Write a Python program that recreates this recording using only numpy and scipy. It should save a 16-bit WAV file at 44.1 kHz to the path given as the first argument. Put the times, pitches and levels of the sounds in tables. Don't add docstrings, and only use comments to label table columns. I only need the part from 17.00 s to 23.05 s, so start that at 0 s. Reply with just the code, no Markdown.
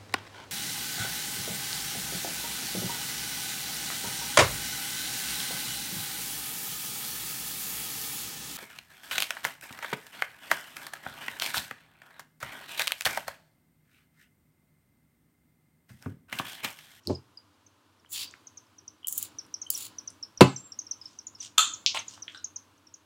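import sys
import numpy as np
from scipy import signal
from scipy.fft import rfft, irfft, next_fast_len
from scipy.io import wavfile
from scipy.ndimage import uniform_filter1d, map_coordinates

SR = 44100
rng = np.random.default_rng(int(sys.argv[2]) if len(sys.argv) > 2 else 0)


def store_pcm(level_fs):
    pcm = np.round(np.clip(level_fs, -1, 1) * 32767).astype(np.int16)
    wavfile.write(sys.argv[1], SR, np.atleast_2d(pcm).T)


N = 266805
TIME = np.arange(N) / SR
AGE = np.arange(SR // 2) / SR

# frequency in Hz, seconds to fade 60 dB before `linger` scales them.
ROOM_DECAY = [(100, 0.37), (400, 0.2), (1300, 0.32), (3500, 0.33), (7000, 0.39), (11000, 0.18),
              (15000, 0.17)]
# delay in seconds, level in dB.
WALL_ECHOES = [(.0025, -14), (.0086, -20.5), (0.0117, -10.5), (0.028, -16)]

# frequency in Hz, relative level in dB.
AIR_COLOUR = [(15, -72), (25, -42.5), (64, -22.5), (74, -23), (97, -3.5), (137, -19.5), (206, -15),
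              (317, -9), (354, -18), (775, -21.5), (988, -15.5), (1520, -20.5), (1940, -27), (2990, -24.5),
              (16000, -41)]
RUMBLE_COLOUR = [(25, -30), (60, -12.5), (100, 13.5), (150, 0), (220, -32), (330, 7.5), (800, -31),
                 (4000, -84)]
SKIN_COLOUR = [(400, -25), (1900, -16), (3000, 0.5), (4200, -1), (6000, 3), (8500, -5.5), (10500, -22.5),
               (15000, -29)]
SQUELCH_COLOUR = [(250, -27), (600, 0.5), (1000, 6.5), (1700, -5), (2800, 3.5), (4200, 0.5), (5600, -16),
                  (8000, -8), (11500, -25), (14500, -29)]
CRACK_COLOUR = [(60, -18.5), (300, 6), (1000, 0), (1800, -11), (2800, -5), (4200, -10.5), (5300, -16),
                (9000, -21), (15000, -31.5)]
FIZZ_COLOUR = [(800, -63.5), (3000, -21.5), (5200, -14.5), (7000, 4), (10000, -2.5), (13000, -6),
               (15500, -4.5)]
JET_COLOUR = [(300, -59), (900, -13.5), (1800, -14), (2700, -1), (4500, 3.5), (6000, -6.5), (9000, -17)]
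SPIT_COLOUR = [(1000, -83.5), (2200, -65), (3000, -0.5), (4200, -33), (7300, 4.5), (8700, -4), (11500, 1.5),
               (14300, 0.5), (16000, -1)]

# start in seconds, peak in dB, pitch partway down in Hz, rough length in seconds.
CLEAR_CHIPS = [(0.1485, -37.5, 5110, 0.016), (0.3725, -37.5, 4910, 0.011), (0.6632, -50, 6240, 0.014),
               (1.273, -42, 4740, 0.019), (1.469, -38, 6340, 0.013), (1.5717, -37.5, 6280, 0.015),
               (1.7817, -45, 6020, 0.016), (1.8778, -33.5, 6020, 0.011), (2.385, -29, 5800, 0.016),
               (2.5397, -23.5, 5830, 0.01), (2.615, -28, 6230, 0.017), (2.747, -26, 5810, 0.016),
               (2.9831, -28.5, 5940, 0.013), (3.074, -28.5, 6020, 0.014), (3.2265, -30.5, 5540, 0.016),
               (3.3738, -32.5, 5830, 0.0095), (3.56, -28, 6060, 0.014), (3.7193, -32.5, 5590, 0.011),
               (3.788, -24.5, 6360, 0.013), (3.813, -39, 6190, 0.01), (3.8656, -37, 5620, 0.013),
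               (3.91, -22.5, 6020, 0.015), (4.0127, -37.5, 5160, 0.016), (4.0543, -33, 5330, 0.014),
               (4.187, -32, 5970, 0.012), (4.2672, -29.5, 6780, 0.011), (4.349, -43, 5410, 0.014),
               (4.4017, -30, 6010, 0.02), (4.734, -27.5, 6610, 0.017), (4.9875, -31, 6290, 0.02),
               (5.0797, -30, 6830, 0.011), (5.221, -31, 6010, 0.015), (5.373, -43, 5570, 0.011),
               (5.442, -24, 6480, 0.012), (5.5593, -28, 6337, 0.013), (5.8684, -47, 5660, 0.011),
               (5.939, -39, 6540, 0.0096)]
# time in seconds, pitch in Hz, level in dB.
WHISTLE_PATH = [(3.48, 7750, -54), (3.6, 7350, -48), (3.636, 7450, -52), (3.654, 7520, -49),
                (3.68, 7410, -63), (3.735, 7540, -57)]

# middle in seconds, level in dB, half length in seconds.
TABLE_RUMBLES = [(.095, -30.5, 0.017), (.13, -36, 0.035), (1.2, -72.5, 0.2), (1.83, -63.5, 0.022),
                 (2.39, -63, 0.08)]
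SKIN_RUBS = [(.105, -55, 0.045), (4.09, -62, 0.086), (4.44, -43, 0.034), (4.98, -45.5, 0.02135),
             (5.13, -52.5, 0.05), (5.33, -64, 0.072)]
SQUEEZES = [(4.949, -29.5, 0.0034), (4.962, -32, 0.0069), (4.975, -32, 0.0063), (4.99, -44, 0.025)]
# start in seconds, peak in dB, pitch factor, treble limit in Hz.
PALM_POPS = [(4.5784, -18, 0.99, 6945), (4.5813, 0, 1.003, 15000), (5.3471, -31.5, 1.145, 3120)]
# start in seconds, peak in dB, centre frequency in Hz, width in octaves.
PALM_SMACKS = [(4.8628, -0.5, 3940, 0.61), (4.947, -22.5, 2780, 0.21), (4.973, -17.5, 2680, 0.55),
               (5.177, -40.5, 990, .7), (5.279, -31, 3220, .11), (5.281, -26.5, 2370, 0.61)]
PLASTIC_CLICKS = [(.0722, -18, 4600, 0.2), (.0725, -25, 9440, 0.54), (1.048, -45.5, 1330, 0.8),
                  (1.06, -50.5, 3100, 0.11), (1.311, -38.5, 6900, 0.22), (1.339, -33.5, 1760, 0.52),
                  (2.03, -45, 3100, .12), (2.044, -28.5, 3076, 0.077), (2.466, -47, 8900, 0.44),
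                  (2.663, -38, 3060, 0.047), (2.671, -45, 8340, .28), (2.7035, -24.5, 4800, 0.11),
                  (3.104, -34, 8333, 0.3)]

# frequency in Hz, relative level in dB, seconds to fade 60 dB.
CUP_TONES = [(1010, -19, 0.006), (1301, -3.5, 0.021), (2615, -7, 0.014), (3195, -1, 0.014),
             (3533, -0.5, 0.022), (4250, -2.5, 0.0075), (6420, 1.5, 0.00442), (7240, -1, 0.014),
             (7780, -12, 0.0225), (8630, -7, 0.0076), (10000, -17, .007), (12380, -6.5, 0.0041)]
TABLE_TONES = [(99.8, -12, 0.094), (132.1, -12, 0.26), (187.4, -7.5, 0.12), (271.7, -4.5, 0.09),
               (354, -3, 0.062), (391.4, -6, 0.11), (593, -8.5, 0.043), (841.7, -8.5, 0.061),
               (1015, -20, 0.19), (1290, -20.5, 0.13), (2633, -23.5, 0.18), (2763, -24, 0.083)]
# start in seconds, thud in dB, crack in dB, treble limit in Hz.
BOTTLE_KNOCKS = [(0.073, -28, -44, 397), (0.086, -27, -53, 150), (0.0969, -27.5, -25.5, 605),
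                 (0.1006, -21, -20.5, 570), (3.4084, -15.5, -6, 14000), (3.4103, 1.5, -11, 2400)]

# frequency in Hz, width in Hz, boost or cut in dB.
NOZZLE_HOLLOWS = [(4900, 380, -3), (7180, 1000, 4), (8740, 490, -0.5), (9960, 520, 11), (12260, 600, 6),
                  (13400, 650, -10), (14200, 460, 9), (15041, 500, 10.5)]
# start in seconds, level in dB, seconds to fade 60 dB.
NOZZLE_SPITS = [(1.128, -31.5, 0.052), (2.0715, -19.5, 0.0068), (2.0831, -18, 0.019), (2.1256, -23, 0.023),
                (2.1781, -20.5, 0.047), (2.2271, -20.5, 0.018), (2.7026, -13, 0.018), (2.777, -17, 0.0026)]
# start, length and rise time in seconds, fizz level and full jet level
# in dB, seconds the jet takes to build.
PUMP_STROKES = [(1.084, 0.15, 0.052, -37.5, -37, 0.083), (2.067, .19, 0.0093, -39.5, -51, 0.15),
                (2.704, 0.16, 0.0025, -39.5, -49, 0.036)]

AIR_DB, HUM_HZ, HUM_DB = -53.5, 85.6, -68
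SUPPRESS_DB, OPEN_ABOVE_DB, OPEN_RANGE_DB = 12.5, -55, 20.5
OPEN_S, CLOSE_S = 0.1, 0.25
CHIP_ATTACK_S, CHIP_TAIL_DB = 0.0017, -26.5
CHIP_BASE_HZ, CHIP_START, CHIP_FALL = 4340, 1.238, 0.59
FAINT_CHIPS_PER_S, FAINT_CHIP_DB, FAINT_CHIP_HZ, FAINT_CHIP_S = 3, -50, 5600, 0.011
RUB_GRAIN_DB = 3
FIZZ_SAG_DB_PER_S, JET_BUILD_DB, RELEASE_DB_PER_S = 30, 24, 620
MIC_TOP_HZ = 16150


def amp(db):
    return 10 ** (np.asarray(db) / 20)


def unit(x):
    return x / np.sqrt(np.mean(x ** 2) + 1e-20)


def along(points, hz):
    freqs, values = np.transpose(points)
    return np.interp(np.log(hz + 1), np.log(freqs + 1), values)


def add(track, start, sound):
    part = track[round(start * SR):][:len(sound)]
    part += sound[:len(part)]


def filtered(x, response):
    size = next_fast_len(len(x) + 8192)
    return irfft(rfft(x, size) * response(np.fft.rfftfreq(size, 1 / SR)), size)[:len(x)]


def high_pass(x, hz):
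    return signal.sosfilt(signal.butter(2, hz, "high", fs=SR, output="sos"), x)


def low_pass(x, hz):
    return signal.sosfilt(signal.butter(2, min(hz, SR / 2 - 1), fs=SR, output="sos"), x)


def noise(colour, size=N):
    return unit(filtered(rng.standard_normal(size), lambda hz: amp(along(colour, hz))))


def wobble(rate):
    return map_coordinates(rng.standard_normal(int(N * rate / SR) + 4), [TIME * rate])


def swells(rows):
    return sum(amp(db) * np.exp(-((TIME - middle) / half) ** 2) for middle, db, half in rows)


def fade(t60):
    return amp(-60 * AGE / t60)


def ring(tones, scatter_db):
    return sum((-1) ** k * amp(db + scatter_db * rng.normal()) * fade(t60) * np.sin(2 * np.pi * hz * AGE)
               for k, (hz, db, t60) in enumerate(tones))


def in_room(x, wet_db, linger=1):
    hz, t, spectrum = signal.stft(rng.standard_normal(len(AGE)), SR, nperseg=256)
    t60 = linger * along(ROOM_DECAY, hz)[:, None]
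    tail = signal.istft(spectrum * amp(-60 * t / t60), SR, nperseg=256)[1]
    tail = np.pad(tail / np.linalg.norm(tail), (SR // 400, 0))
    return x + amp(wet_db) * signal.fftconvolve(x, tail)[:len(x)]


def walls(x):
    out = x.copy()
    for delay, db in WALL_ECHOES:
        add(out, delay, amp(db) * x)
    return out


def room_air():
    hum = amp(HUM_DB + 1.6 * wobble(8.2)) * np.sin(2 * np.pi * HUM_HZ * TIME + 3.6 * wobble(5.7))
    return amp(AIR_DB) * noise(AIR_COLOUR) + hum


def suppressor(x):
    treble_power = uniform_filter1d(high_pass(x, hz=6380) ** 2, size=SR // 50)
    treble_db = 10 * np.log10(np.abs(treble_power) + 1e-12)
    active = np.clip((treble_db - OPEN_ABOVE_DB) / OPEN_RANGE_DB, 0, 1)
    recently_active_s = signal.lfilter([1 / SR], [1, -np.exp(-1 / (CLOSE_S * SR))], active)
    return amp(-SUPPRESS_DB * np.exp(-recently_active_s / OPEN_S))


def chip(hz, length):
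    progress = AGE / length
    pitch = CHIP_BASE_HZ + (hz - CHIP_BASE_HZ) * CHIP_START * (1 - CHIP_FALL * np.minimum(progress, 2))
    decay = np.exp(-(progress / 0.76) ** 3) + amp(CHIP_TAIL_DB) * np.exp(-(progress / 1.6) ** 4)
    flutter = amp(2.5 * np.sin(2 * np.pi * (rng.uniform(80, 200) * AGE + rng.random())))
    level = (1 - np.exp(-(AGE / CHIP_ATTACK_S) ** 2)) * decay * flutter
    return level / level.max() * np.sin(2 * np.pi * np.cumsum(pitch) / SR)


def faint_chips():
    out = np.zeros(N)
    for k, (when, loud, high) in enumerate(rng.random((int(FAINT_CHIPS_PER_S * N / SR), 3))):
        db = FAINT_CHIP_DB + 10 * (loud - 0.5)
        hz = FAINT_CHIP_HZ + 1600 * (high - 0.5)
        add(out, (k + when) / FAINT_CHIPS_PER_S, amp(db) * chip(hz, FAINT_CHIP_S))
    return out


def bird():
    chips = np.zeros(N)
    for start, db, hz, length in CLEAR_CHIPS:
        add(chips, start, amp(db) * chip(hz, length))
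    times, hz, db = np.transpose(WHISTLE_PATH)
    pitch = np.interp(TIME, times, hz) + 70 * wobble(380)
    level = amp(np.interp(TIME, times, db, left=-120, right=-120) + 5.1 * wobble(92))
    whistle = level * np.sin(2 * np.pi * np.cumsum(pitch) / SR)
    return in_room(chips + whistle, wet_db=-13.5, linger=0.47)


def table_rumble():
    return in_room(swells(TABLE_RUMBLES) * noise(RUMBLE_COLOUR), wet_db=-14)


def snap(hz, octaves):
    size = len(AGE)
    away = np.log2((np.fft.rfftfreq(size, 1 / SR) + 1) / hz) / octaves
    hump = np.exp(-np.abs(away) ** 3.3 / 2) + amp(-70)
    cepstrum = irfft(np.log(hump), size)
    click = irfft(np.exp(rfft(2 * cepstrum[:size // 2], size)), size)
    return click / np.abs(click).max()


def snaps(rows, wet_db):
    out = np.zeros(N)
    for start, db, hz, octaves in rows:
        add(out, start, in_room(amp(db) * snap(hz, octaves), wet_db, linger=0.64))
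    return out


def palms():
    swish = swells(SKIN_RUBS) * unit(amp(RUB_GRAIN_DB * wobble(400)) * noise(SKIN_COLOUR))
    bubbles = rng.standard_normal(N) * amp(4.6 * wobble(1200))
    crackle = swells(SQUEEZES) * unit(filtered(bubbles, lambda hz: amp(along(SQUELCH_COLOUR, hz))))
    pops = np.zeros(N)
    for start, db, pitch, soft_hz in PALM_POPS:
        tones = [(hz * pitch, level, t60) for hz, level, t60 in CUP_TONES]
        pop = low_pass(ring(tones, scatter_db=0.5), soft_hz)
        pop = amp(db) * pop / np.abs(pop).max()
        add(pops, start, in_room(walls(pop), wet_db=-0.5, linger=0.92))
    pops = high_pass(high_pass(pops, hz=551.8), hz=404)
    return in_room(swish + crackle, wet_db=-9.5, linger=0.6) + pops


def knocks():
    out = np.zeros(N)
    for start, thud_db, crack_db, soft_hz in BOTTLE_KNOCKS:
        thud = amp(thud_db) * ring(TABLE_TONES, scatter_db=1.56)
        crack = amp(crack_db) * fade(t60=0.0715) * noise(CRACK_COLOUR, size=len(AGE))
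        add(out, start, in_room(low_pass(thud + crack, soft_hz), wet_db=-10.5, linger=0.82))
    return out


def stroke(start, length, attack, fizz_db, jet_db, build):
    age = np.maximum(TIME - start, 0)
    opening = np.minimum(age / attack, 1) ** 2
    closing = amp(-RELEASE_DB_PER_S * np.maximum(age - length, 0))
    sagging_db = fizz_db - FIZZ_SAG_DB_PER_S * age
    building_db = jet_db - JET_BUILD_DB * np.maximum(1 - age / build, 0)
    return opening * closing * amp([sagging_db, building_db])


def spray():
    fizz_gain, jet_gain = sum(stroke(*row) for row in PUMP_STROKES)
    sputter = amp(2.1 * wobble(150) + 1.4 * wobble(1500))
    hollows = lambda f: amp(sum(db / (1 + (2 * (f - hz) / width) ** 2) for hz, width, db in NOZZLE_HOLLOWS))
    hiss = unit(filtered(noise(FIZZ_COLOUR), hollows))
    fizz = in_room(fizz_gain * sputter * hiss, wet_db=-20, linger=0.75)
    jet = in_room(jet_gain * sputter * noise(JET_COLOUR), wet_db=-11)
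    spits = np.zeros(N)
    for start, db, t60 in NOZZLE_SPITS:
        add(spits, start, amp(db) * fade(t60) * noise(SPIT_COLOUR, size=len(AGE)))
    return fizz + jet + in_room(high_pass(spits, hz=3500), wet_db=-14.5, linger=0.58)


def scene():
    bottle = spray() + knocks() + snaps(PLASTIC_CLICKS, wet_db=-10.5)
    hands = palms() + snaps(PALM_SMACKS, wet_db=-3)
    rumble = table_rumble()
    background = room_air() + faint_chips()
    near = bottle + hands + rumble + bird()
    return (near + background * suppressor(near + background))[None]


def record(dry):
    overloaded = np.clip(high_pass(dry[0], hz=60), -1, 1)
    return filtered(overloaded, lambda hz: np.clip(hz / 60, 0, 1) / (1 + (hz / MIC_TOP_HZ) ** 120))[None]


dry = scene()
out = record(dry)
store_pcm(out)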